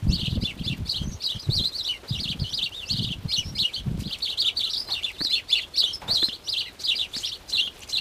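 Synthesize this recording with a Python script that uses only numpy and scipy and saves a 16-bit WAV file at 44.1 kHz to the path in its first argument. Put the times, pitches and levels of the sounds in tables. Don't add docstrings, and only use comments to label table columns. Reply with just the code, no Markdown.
import sys
import numpy as np
from scipy import signal
from scipy.fft import rfft, irfft, next_fast_len
from scipy.io import wavfile
from scipy.ndimage import uniform_filter1d

SR = 44100
rng = np.random.default_rng(int(sys.argv[2]) if len(sys.argv) > 2 else 0)


def field_ratio(decibels):
    return 10 ** (np.asarray(decibels, dtype=float) / 20)


def generate_wav(sig):
    pcm = np.round(np.clip(np.atleast_2d(sig).T, -1, 1) * 32767).astype(np.int16)
    wavfile.write(sys.argv[1], SR, pcm)


N = 352888

# [t after start/s, f/Hz, effort/dB]
HUMP = [
    [(-.005, 2007, -21), (.01, 2565, -17.5), (.022, 3353, -4.5), (.033, 3530, 4.5), (.045, 3440, -5.5),
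     (.052, 2645, -7.5), (.062, 2874, -8.5), (.08, 2663, -7.5), (.097, 2004, -15)],
    [(.016, 3300, -16), (.033, 4165, -5.5), (.047, 3940, -11)],
]
TWIN_PEAK = [
    [(.005, 2940, -28), (.02, 4200, 1.5), (.033, 5080, -4), (.045, 3923, 4), (.057, 3765, -12)],
    [(-.02, 4250, -19), (-.003, 4550, -17.5), (.01, 5670, -4)],
    [(-.015, 3450, -18), (.006, 4150, -24)],
    [(-.004, 2265, -23), (.008, 2920, -25)],
    [(.063, 2860, -17), (.078, 3410, -1.5), (.09, 3950, -5.5), (.102, 2873, -12), (.125, 3240, -13.5),
     (.16, 3070, -19.5)],
]
SPIKE = [
    [(.003, 3556, -14), (.035, 4406, -5.5), (.056, 4876, -10), (.062, 5880, -12.5), (.069, 4300, -4),
     (.09, 3815, 0), (.1, 3354, -12.5)],
]
SPIKE_TAIL = [
    [(.1, 3250, -5), (.13, 3352, -26), (.142, 3440, -4), (.153, 3967, -1.5), (.172, 4200, -1.5),
     (.195, 4220, -17)],
    [(.095, 4150, -26), (.12, 4030, -4), (.145, 4260, -13)],
]
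ZIGZAG = [
    [(.005, 2920, -4.5), (.025, 4850, 7), (.043, 5460, -13.5), (.06, 3886, 8), (.075, 3060, -1.5),
     (.088, 2620, -16)],
    [(-.028, 5050, -13), (-.01, 5680, -13), (.006, 5970, -6.5)],
    [(.092, 2656, -2.5), (.11, 3640, 7), (.127, 4700, -3), (.137, 3100, 3), (.155, 2450, -8)],
]
ARCH_STEP = [
    [(.005, 2840, -14), (.02, 4040, 5.5), (.035, 4637, 3), (.05, 3705, 3.5), (.062, 2863, -10),
     (.08, 3094, 4), (.1, 3020, -18), (.125, 2380, -14.5)],
    [(-.024, 4400, -9), (-.003, 4450, -9), (.012, 5670, -2)],
    [(-.02, 5100, -12), (0, 5360, -9)],
    [(-.024, 2220, -28), (0, 2470, -16)],
]
CASCADE = [
    [(.003, 3424, -22), (.013, 4590, -12), (.024, 5100, -8), (.032, 3715, -10.5), (.038, 4180, -7.5),
     (.045, 3100, -23)],
    [(.048, 3270, -6), (.06, 4010, -4), (.075, 3350, -4.5), (.082, 2713, -14.5), (.09, 3010, -7.5),
     (.1, 2860, -17), (.12, 2220, -21.5)],
]
TOOTH = [
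    [(-.03, 4450, -19), (-.005, 5420, -8.5), (.02, 7800, -18)],
    [(.003, 2800, -13), (.02, 4340, 3), (.033, 4450, 3), (.042, 5150, -3.5), (.055, 3700, 5.5)],
    [(-.012, 2680, -17), (.02, 2730, -20), (.042, 3370, -9), (.055, 2870, -11)],
]
RATTLE = [
    [(.002, 3788, -3), (.01, 4670, -1), (.028, 4350, -1), (.033, 3115, -7.5), (.041, 4110, 0),
     (.048, 2940, -4)],
    [(.05, 2876, -23), (.055, 2150, -16.5), (.06, 3114, -6.5), (.08, 3965, -0.5), (.086, 4400, -1),
     (.092, 2664, -18), (.102, 3560, -8.5), (.112, 3100, -10), (.125, 2900, -16)],
]
SHOULDER = [
    [(.005, 3120, -15.5), (.015, 4000, -13.5), (.038, 4600, -8), (.042, 5280, -20.5), (.048, 3670, -6.5),
     (.067, 3230, -27)],
    [(.077, 2900, -13.5), (.098, 3856, -8), (.115, 3090, -10), (.13, 2320, -20)],
]
HOOK = [
    [(.002, 2953, -8), (.01, 4250, -0.5), (.028, 3870, 0), (.045, 3280, -1), (.05, 4270, 4),
     (.058, 2700, -7), (.078, 2840, -1), (.092, 3500, 4.5)],
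    [(.1, 2990, -3), (.135, 3480, -12), (.16, 2960, -6.5)],
    [(.052, 4590, -7), (.085, 3760, -3.5)],
]
FLICK = [
    [(.01, 3010, -14), (.025, 4250, -0.5), (.037, 4650, -5.5), (.043, 2950, -4), (.06, 3350, -4),
     (.08, 3020, -7)],
]
DROP = [
    [(.015, 3290, 0), (.021, 5110, -1.5), (.055, 4140, -5), (.065, 2880, -3.5), (.09, 3100, -6),
     (.12, 3280, 0)],
]
STAIRS = [
    [(.015, 3250, -5), (.03, 4070, -2), (.045, 3510, -5.5), (.05, 4620, 0), (.056, 2930, -8),
     (.075, 3000, -3.5), (.095, 2850, -12.5), (.14, 2760, -25)],
    [(.097, 2530, -13), (.115, 2150, -19), (.14, 2090, -23)],
    [(-.002, 4830, -14), (.012, 5570, -10), (.019, 5950, -14)],
]
TRILL = [
    [(.005, 3290, -10), (.02, 4500, -2), (.034, 5540, -8), (.048, 5720, -9), (.058, 3450, 4),
     (.075, 5460, -2)],
    [(.08, 3300, 2), (.095, 4830, -0.5), (.13, 4790, -6)],
    [(.1, 5170, -2.5), (.17, 5074, -13)],
    [(.008, 3100, -12), (.022, 3950, -5), (.036, 4100, -10)],
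]
LEDGE = [
    [(0, 3440, -8), (.01, 5120, 6.5), (.025, 4920, -20), (.032, 6070, -9), (.042, 4200, -8),
     (.07, 3770, -6)],
]
DOUBLE_BOW = [
    [(.005, 3695, -1), (.028, 3750, -1.5), (.042, 2730, -2)],
    [(.05, 2860, -3), (.065, 3400, -2), (.08, 2790, -4), (.1, 2830, -21)],
]
SAWTOOTH = [
    [(.008, 2800, -11.5), (.022, 3940, -1.5), (.037, 4270, -8), (.042, 4700, -4), (.052, 3290, 2.5)],
    [(.022, 2710, -14), (.036, 3170, -5), (.042, 3800, 2.5), (.047, 3100, -1), (.06, 2750, -11)],
]
ARCH = [
    [(0, 2690, -10), (.02, 3250, -8), (.035, 3680, -2.5), (.058, 3770, -1.5), (.08, 3520, -2),
     (.1, 3100, -12), (.115, 2820, -3), (.132, 2580, -12)],
]
PAIR = [
    [(0, 3635, -8), (.025, 4460, 6)],
    [(0, 4500, -4), (.025, 5320, 3)],
]
WARBLE = [
    [(0, 5950, -4), (.012, 6200, -3), (.035, 5900, -5), (.045, 6150, -6), (.062, 6660, 0), (.095, 6250, -7),
     (.11, 6520, -3), (.14, 6600, -10)],
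    [(.088, 5550, 5), (.1, 5910, 4), (.135, 5900, -15)],
]
LEAP = [
    [(0, 2300, -25), (.014, 3790, -1), (.028, 4270, 2.5), (.034, 4680, -5), (.042, 3710, 4),
     (.052, 3570, 1.5), (.057, 2910, -7.5), (.085, 2820, -8.5), (.105, 2470, -9)],
    [(-.025, 4150, -19), (-.005, 4100, -10), (.006, 4580, -10), (.013, 5900, -11)],
    [(-.02, 4670, -18), (.008, 5200, -13)],
]
CROOK = [
    [(0, 2752, -9), (.012, 3460, 3), (.022, 4140, -4), (.033, 4500, -7), (.047, 2710, -16.5)],
]
LEAN = [
    [(0, 4000, -2), (.015, 5260, 2), (.04, 5800, -5), (.052, 3760, 5)],
]


def rms_one(x):
    return x / np.sqrt(np.mean(x ** 2) + 1e-20)


def drift(rate_hz):
    r = np.exp(-2 * np.pi * rate_hz / SR)
    noise = rng.standard_normal(N + SR)
    return rms_one(signal.lfilter([1], [1, -2 * r, r * r], noise)[SR:])


def coloured(spectrum, patchy_db=0, rate_hz=10):
    size = next_fast_len(N, True)
    hz = np.maximum(np.arange(size // 2 + 1) * SR / size, 1)
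    at, db = np.transpose(spectrum)
    shaped = rfft(rng.standard_normal(size)) * field_ratio(np.interp(np.log(hz), np.log(at), db))
    octave = np.log2(hz / 30)
    together = drift(rate_hz / 2)
    out = 0
    for k in range(int(np.log2(at[-1] / 30)) + 2):
        share = np.cos(np.pi / 2 * np.clip(octave - k, -1, 1)) ** 2
        band = irfft(shaped * share, size)[:N]
        out = out + band * field_ratio(patchy_db * (0.51 * together + drift(rate_hz)))
    return rms_one(out)


def syllables():
    # [syllable, list of (t/s, level/dB,
    # pitch factor if any)]
    song = [(HUMP, [(.423, -38.5), (.648, -39.5), (5.014, -36), (5.305, -32), (5.5, -29.5)]),
            (TWIN_PEAK, [(.875, -35), (1.221, -33.5), (5.76, -27)]), (SPIKE, [(1.498, -28), (1.718, -34.5),
            (5.181, -30.5), (6.08, -25.5)]), (SPIKE_TAIL, [(1.498, -30.5), (6.08, -27)]),
            (ZIGZAG, [(2.181, -41, 0.98), (2.521, -38), (6.47, -37)]), (ARCH_STEP, [(3.31, -35, 0.96),
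            (3.575, -35, 0.95)]), (CASCADE, [(2.074, -35), (6.83, -26, 0.98), (6.943, -29, 0.99)]),
            (TOOTH, [(.109, -39, 1), (2.885, -37.5, 0.99)]), (SAWTOOTH, [(.167, -40, 1.0), (.22, -37, 0.92),
            (.27, -49, 1.03), (.313, -49, 0.97), (2.943, -37.5, 1.06), (2.998, -38, 1.05)]),
            (RATTLE, [(4.22, -33, 0.97), (4.565, -31.5)]), (SHOULDER, [(4.03, -35, 0.94), (4.37, -21)]),
            (CROOK, [(6.317, -41.5), (7.315, -38.5)]), (LEAN, [(7.245, -41.5)]),
                  (HOOK, [(7.52, -32.5), (7.922, -33.5)]), (FLICK, [(3.72, -36.5)]), (DROP, [(2.38, -42)]),
                  (STAIRS, [(1.83, -33.5)]), (TRILL, [(4.68, -35)]), (LEDGE, [(1.39, -44.5)]),
                  (DOUBLE_BOW, [(3.05, -40)]), (ARCH, [(2.718, -41)]), (WARBLE, [(1.03, -57)]),
                  (LEAP, [(4.895, -36)]), (PAIR, [(.411, -46.5), (.638, -45.5), (5.293, -44),
                  (5.488, -40)])]
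    sung = []
    for paths, times in song:
        for s, db, *pitch in times:
            for path in paths:
                sung.append(np.array(path) * [1, np.prod(pitch), 1] + [s, 0, db])
    return sung


def peaked_calls():
    # [t/s, climb/s, foot f/Hz, top f/Hz, level/dB]
    peaks = [(0.334, 0.022, 3600, 5000, -56), (0.944, 0.028, 3000, 4510, -39.5),
             (4.089, 0.014, 3847, 5050, -48), (4.119, 0.017, 3300, 4560, -38.5),
             (7.135, 0.04, 3296, 5320, -37), (7.233, 0.033, 2970, 4150, -36.5)]
    fall_share, foot_db = 0.27, -2.5
    return [np.array([(s, foot, db + foot_db), (s + climb, top, db),
                      (s + climb * (1 + fall_share), foot, db + foot_db)])
            for s, climb, foot, top, db in peaks]


def bowed_calls():
    # [t/s, length/s, foot f/Hz, top f/Hz, level/dB]
    bows = [(0.588, 0.038, 2490, 3410, -52), (3.364, 0.035, 5270, 6230, -42),
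            (5.553, 0.044, 3530, 4510, -40), (5.596, 0.042, 2740, 3460, -42.5),
            (5.854, 0.047, 5400, 6000, -56), (5.933, 0.0268, 5420, 5170, -35.5),
            (6.658, 0.0323, 1890, 2136, -54), (6.661, 0.028, 3770, 4200, -49)]
    end_db = 1.5
    u = np.linspace(0, 1, 9)
    return [np.c_[s + u * length, foot + (top - foot) * 4 * u * (1 - u), db + end_db * (2 * u - 1) ** 2]
            for s, length, foot, top, db in bows]


def sliding_calls():
    # [t/s, length/s, start f/Hz, end f/Hz, level/dB]
    slides = [(0.577, 0.021, 3500, 4230, -54.5), (1.336, 0.059, 5830, 4760, -62),
              (1.667, 0.019, 4450, 4940, -45), (3.437, 0.063, 5200, 5670, -50.5),
              (3.7, 0.024, 2450, 2620, -59), (4.423, .06, 1400, 1330, -65), (4.659, 0.06, 1350, 1250, -65),
              (5.13, 0.042, 4270, 2620, -58), (5.297, 0.069, 3960, 4420, -36),
              (6.248, 0.043, 5160, 5260, -49), (5.8, 0.026, 4250, 3100, -39),
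              (6.987, 0.026, 3150, 3040, -58), (6.279, 0.018, 4250, 2850, -40),
              (6.301, .02, 3150, 2950, -53), (7.176, 0.012, 8100, 5760, -46),
              (7.09, 0.015, 5700, 7550, -66), (7.813, 0.023, 5600, 7600, -57.5),
              (7.819, 0.026, 2600, 3350, -57), (6.608, 0.036, 4930, 3060, -44.5),
              (6.648, 0.0394, 3050, 2420, -52), (7.066, 0.015, 8060, 5800, -74.5)]
    return [np.array([(s, start, db), (s + length, end, db)]) for s, length, start, end, db in slides]


def strokes():
    sung = syllables() + peaked_calls() + bowed_calls() + sliding_calls()
    return sorted(sung, key=lambda path: path[0, 0])


def lead_in(length, base_hz=1000, rise=0.4):
    u = np.linspace(0, 1, round(length * SR))
    hz = base_hz * rng.uniform(.9, 1.3) * (1 + rise * (1 + rng.random()) / 2 * u ** 2)
    phase = 2 * np.pi * np.cumsum(hz) / SR
    phase += np.cumsum(rng.normal(0, .04, len(u)))
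    throat_db = [-13, -14, 0, -3, -14, -20, -22]
    stack = sum(field_ratio(db + rng.normal(0, 4.0)) * np.sin(k * phase) for k, db in enumerate(throat_db, 2))
    return stack * np.sin(np.pi * u)


def burr(hz, at):
    rate_hz = 105 * rng.uniform(.85, 1.0)
    burr_hz = hz * 1.2 * (1 + .14 * np.sin(2 * np.pi * rate_hz * at / SR))
    lowness = np.clip((3600 - hz) / 600, 0, 1)
    return field_ratio(-3.5) * lowness * np.sin(2 * np.pi * np.cumsum(burr_hz) / SR)


def whistles(wobble=0.0043, hoarse_db=-20, lead_db=-45, rasp_db=-37):
    overtones_db = [-27.5, -33.5, -45]
    # [f/Hz, level/dB per Hz]
    rasp = [(1800, -42), (4000, 33.5), (6500, 19), (12000, 13), (15700, 8)]
    partner_db, flutter_db = -9, 2.2
    edge_s, rounding_s = .008, 0.0019
    tremble_hz, tremble_depth = 72, 0.065
    out, effort, last_end = np.zeros(N), np.zeros(N), 0
    pitch_slip = 1 + wobble * drift(187)
    flutter = field_ratio(flutter_db * drift(161))
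    ragged = .55 * drift(300)
    unsteady = flutter * (1 + field_ratio(hoarse_db) * drift(390))
    for times, path_hz, path_db in map(np.transpose, strokes()):
        times = np.sort(times)
        s, length = times[0], times[-1] - times[0]
        start_hz, db = path_hz[0], path_db.max()
        at = np.arange(round((s - edge_s) * SR), min(round((s + length + edge_s) * SR), N - 500))
        u = (at / SR - s) / length
        level_db = np.interp(at / SR, times, path_db)
        hz = uniform_filter1d(np.interp(at / SR, times, path_hz), size=int(rounding_s * SR) + 1)
        near_and_long = db > -46 and length > .035 and len(times) != 8
        low_end = path_hz[-1] < 3300 and near_and_long and start_hz > 1500
        if low_end:
            shake = np.sin(2 * np.pi * tremble_hz * at / SR)
            hz *= 1 + tremble_depth * np.clip(u, 0, 1) ** 1.6 * shake
        phase = 2 * np.pi * np.cumsum(hz * pitch_slip[at]) / SR
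        edges = np.clip((.5 - np.abs(u - .5)) * length / edge_s / 2 + .5, 0, 1)
        swell = field_ratio(level_db + 10.5) * np.sin(np.pi / 2 * edges) ** 2 * unsteady[at]

        upper = sum(field_ratio(o) * np.sin(k * phase + ragged[at]) for k, o in enumerate(overtones_db, 2))
        upper *= field_ratio(0.4 * (db - level_db))
        upper *= field_ratio(3.74 * np.clip((3900 - hz) / 800, 0, 1))
        out[at] += swell * (np.sin(phase) + upper)

        other = phase + rng.uniform(0.0504, 0.3) * 2 * np.pi * np.cumsum(4300 - hz) / SR
        late = rng.integers(300, 490)
        out[at + late] += field_ratio(partner_db) * swell * (np.sin(other) + field_ratio(-41.5) * np.sin(other + phase))
        if low_end:
            out[at] += swell * np.clip(u, 0, 1) * burr(hz, at)
        effort[at] += swell ** 2

        if s - last_end > .04 and start_hz < 3450 and db > -42:
            buzz = field_ratio(lead_db + 0.44 * (db + 42.5)) * lead_in(length=0.038)
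            end = at[0] + 300
            before = slice(end - len(buzz), end)
            out[before] += buzz * unsteady[before]
            effort[before] += field_ratio(46.0) * buzz ** 2
        last_end = max(last_end, s + length)
    airflow = np.abs(uniform_filter1d(effort, size=700)) ** 0.22
    return out + field_ratio(rasp_db) * airflow * coloured(rasp, patchy_db=3.0, rate_hz=45)


def hedge(x, far_db=-28, far_t60=0.8):
    t = np.arange(1, SR // 2) / SR
    near_db, near_t60 = -4, .1
    near, far = rng.standard_normal((2, len(t)))
    echo = field_ratio(near_db) * rms_one(near * field_ratio(-60 * t / near_t60))
    echo += field_ratio(far_db) * rms_one(far * field_ratio(-60 * t / far_t60))
    return x + signal.fftconvolve(x, echo / np.sqrt(len(t)))[:N]


def rustles():
    # [t/s, length/s, level/dB]
    brushes = [
        (3.968, 0.078, -47),
        (4.17, .06, -48),
        (7.097, 0.13, -42),
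        (7.197, 0.12, -43),
        (7.751, 0.041, -50),
        (7.793, 0.079, -49),
        (7.862, 0.068, -47),
    ]
    # [f/Hz, level/dB per Hz]
    leaves = [(900, -26), (2500, 6), (6000, -4), (11000, -8), (15700, -17)]
    t = np.arange(N) / SR
    level = sum(field_ratio(db) * np.sin(np.pi * np.clip((t - s) / length, 0, 1)) for s, length, db in brushes)
    return level * coloured(leaves, patchy_db=6.0, rate_hz=66)


def gusts(lumps_db=6.0, lump_hz=35):
    # [t/s, length/s, level/dB]
    puffs = [(0, 0.26, -23.5), (0.263, 0.21, -21.5), (0.48, 0.37, -31), (0.66, 0.26, -34.5),
             (0.936, 0.12, -25), (1.002, 0.16, -29.5), (1.348, 0.038, -28), (1.466, 0.15, -27),
             (1.536, 0.17, -34.5), (2.086, 0.15, -31.5), (2.242, 0.14, -33.5), (2.375, 0.1, -24),
             (2.473, 0.21, -34.5), (2.792, 0.15, -39), (2.906, 0.22, -20.5), (3.102, 0.23, -34.5),
             (3.374, 0.052, -31), (3.44, 0.2, -26.5), (3.752, 0.23, -31.5), (3.855, 0.078, -18.5),
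             (3.927, 0.18, -23.5), (5.898, 0.041, -42.5), (6.032, 0.12, -32.5)]
    # [f/Hz, level/dB per Hz]
    buffet = [(12, -38), (20, -21), (65, -0.5), (135, -2), (195, -3.5), (461, -34.5), (900, -43),
              (1170, -47), (1980, -120)]
    port_top = .2
    t = np.arange(N) / SR
    level = sum(field_ratio(db) * np.sqrt(np.sin(np.pi * np.clip((t - s) / length, 0, 1)) + 1e-9)
                for s, length, db in puffs)
    flutter = np.clip(drift(61.7), -3, 1.6)
    push = level * field_ratio(6.0 * flutter - 6.5) * coloured(buffet, patchy_db=lumps_db, rate_hz=lump_hz)
    return port_top * np.tanh(push / port_top)


def eddies():
    # [t/s, peak level/dB, f/Hz]
    thumps = [(0.024, -16, 105), (0.093, -12, 142), (0.16, -28, 132), (0.231, -17, 172), (0.311, -17.5, 86),
              (0.41, -24, 97.3), (0.599, -19, 115), (0.7, -15.5, 145), (0.816, -19, 79), (1.018, -25, 65),
              (1.072, -16, 187), (1.14, -24, 95), (1.348, -25.5, 119), (1.51, -24, 71.5),
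              (1.552, -21.5, 89), (2.107, -12, 134), (2.169, -26, 78), (2.299, -19.5, 170.7),
              (2.428, -22, 135), (2.907, -26, 87.7), (2.939, -17.5, 150), (3.181, -27.5, 130),
              (3.262, -29, 78.1), (3.381, -22, 132), (3.451, -22, 93), (3.52, -25, 145), (3.796, -29, 53.8),
              (3.877, -13.5, 132)]
    swell_cycles, trim_db = 0.91, -6
    out, t = np.zeros(N + SR), np.arange(SR // 5) / SR
    for (s, db, hz), turn in zip(thumps, rng.random(len(thumps))):
        u = t * hz / swell_cycles
        wave = np.sin(2 * np.pi * (turn + hz * t * (1.2 - 0.0793 * u)))
        out[round(s * SR):][:len(t)] += field_ratio(db + trim_db) * u * np.exp(1 - u) * wave
    return out[:N]


def knocks(dull_db=-6):
    # [t/s, peak level/dB, body f/Hz, t60/s]
    shifts = [
        (0.536, -31, 301, 0.025),
        (2.032, -31.5, 490, 0.24),
        (4.887, -30.5, 920, 0.26),
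        (6.017, -29, 1000, 0.25),
        (6.079, -27.5, 690, 0.4),
        (5.832, -30.5, 484, 0.05),
        (7.538, -31, 242, 0.068),
        (7.673, -29, 212, .06),
    ]
    out, t = np.zeros(N + SR), np.arange(SR // 5) / SR
    for s, db, hz, t60 in shifts:
        burst = rng.standard_normal(len(t)) * field_ratio(db - 60 * t / max(t60, .01))
        shell_band = signal.butter(1, [hz / 1.29, hz * 1.0], "band", fs=SR, output="sos")
        dull_band = signal.butter(2, [150, 2200], "band", fs=SR, output="sos")
        shell = signal.sosfilt(shell_band, burst)
        dull = signal.sosfilt(dull_band, burst)
        out[round(s * SR):][:len(t)] += 3 * shell + field_ratio(dull_db) * dull
    return out[:N]


def taps():
    # [t/s, peak level/dB, shell f/Hz]
    nail_taps = [(5.2074, -25.5, 230), (5.214, -21, 280), (6.2282, -22, 333), (6.237, -32, 303),
                 (5.25, -30.5, 295), (6.285, -27.5, 234), (7.1659, -27.5, 247)]
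    shell_t60, edge_t60 = 0.027, 0.0085
    edge_hz, edge_db = 1770, -0.5
    out, t = np.zeros(N + SR), np.arange(SR // 10) / SR
    for s, db, hz in nail_taps:
        shell = np.sin(2 * np.pi * hz * t) * field_ratio(-60 * t / shell_t60)
        edge = np.sin(2 * np.pi * edge_hz * t) * field_ratio(edge_db - 60 * t / edge_t60)
        out[round(s * SR):][:len(t)] += field_ratio(db) * (shell - edge)
    return out[:N]


def stem_snaps(trim_db=1.0):
    # [t/s, peak level/dB]
    snaps = [(.781, -42), (2.6935, -40), (3.112, -42), (3.9931, -36), (4.1105, -40), (5.117, -40),
             (7.374, -45), (7.793, -39)]
    out, t = np.zeros(N + SR), np.arange(SR // 5) / SR
    for s, db in snaps:
        out[round(s * SR):][:len(t)] += rng.standard_normal(len(t)) * field_ratio(db + trim_db - 60 * t / .008)
    return out[:N]


def breeze(level_db=-48):
    # [f/Hz, level/dB per Hz]
    reeds_and_hum = [(18, -26), (35, 6.5), (85, 6), (156, -2), (389, -1), (1870, -11), (2920, -9.5),
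                     (3600, -9.5), (4210, -12.5), (6230, -18.5), (15600, -26)]
    return field_ratio(level_db) * coloured(reeds_and_hum, patchy_db=2.0, rate_hz=54.0)


def scene():
    birds = hedge(whistles())
    wind = gusts() + eddies()
    hand = knocks() + taps()
    mix = birds + rustles() + wind + hand + stem_snaps() + breeze()
    return mix[None]


def top_cut(x):
    return signal.sosfilt(signal.butter(12, 15720, fs=SR, output="sos"), x)


def record(dry):
    low_pass = signal.cheby2(12, 60, 16150, fs=SR, output="sos")
    mix = signal.sosfilt(low_pass, dry)
    return top_cut(mix)


dry = scene()
out = record(dry)
generate_wav(out)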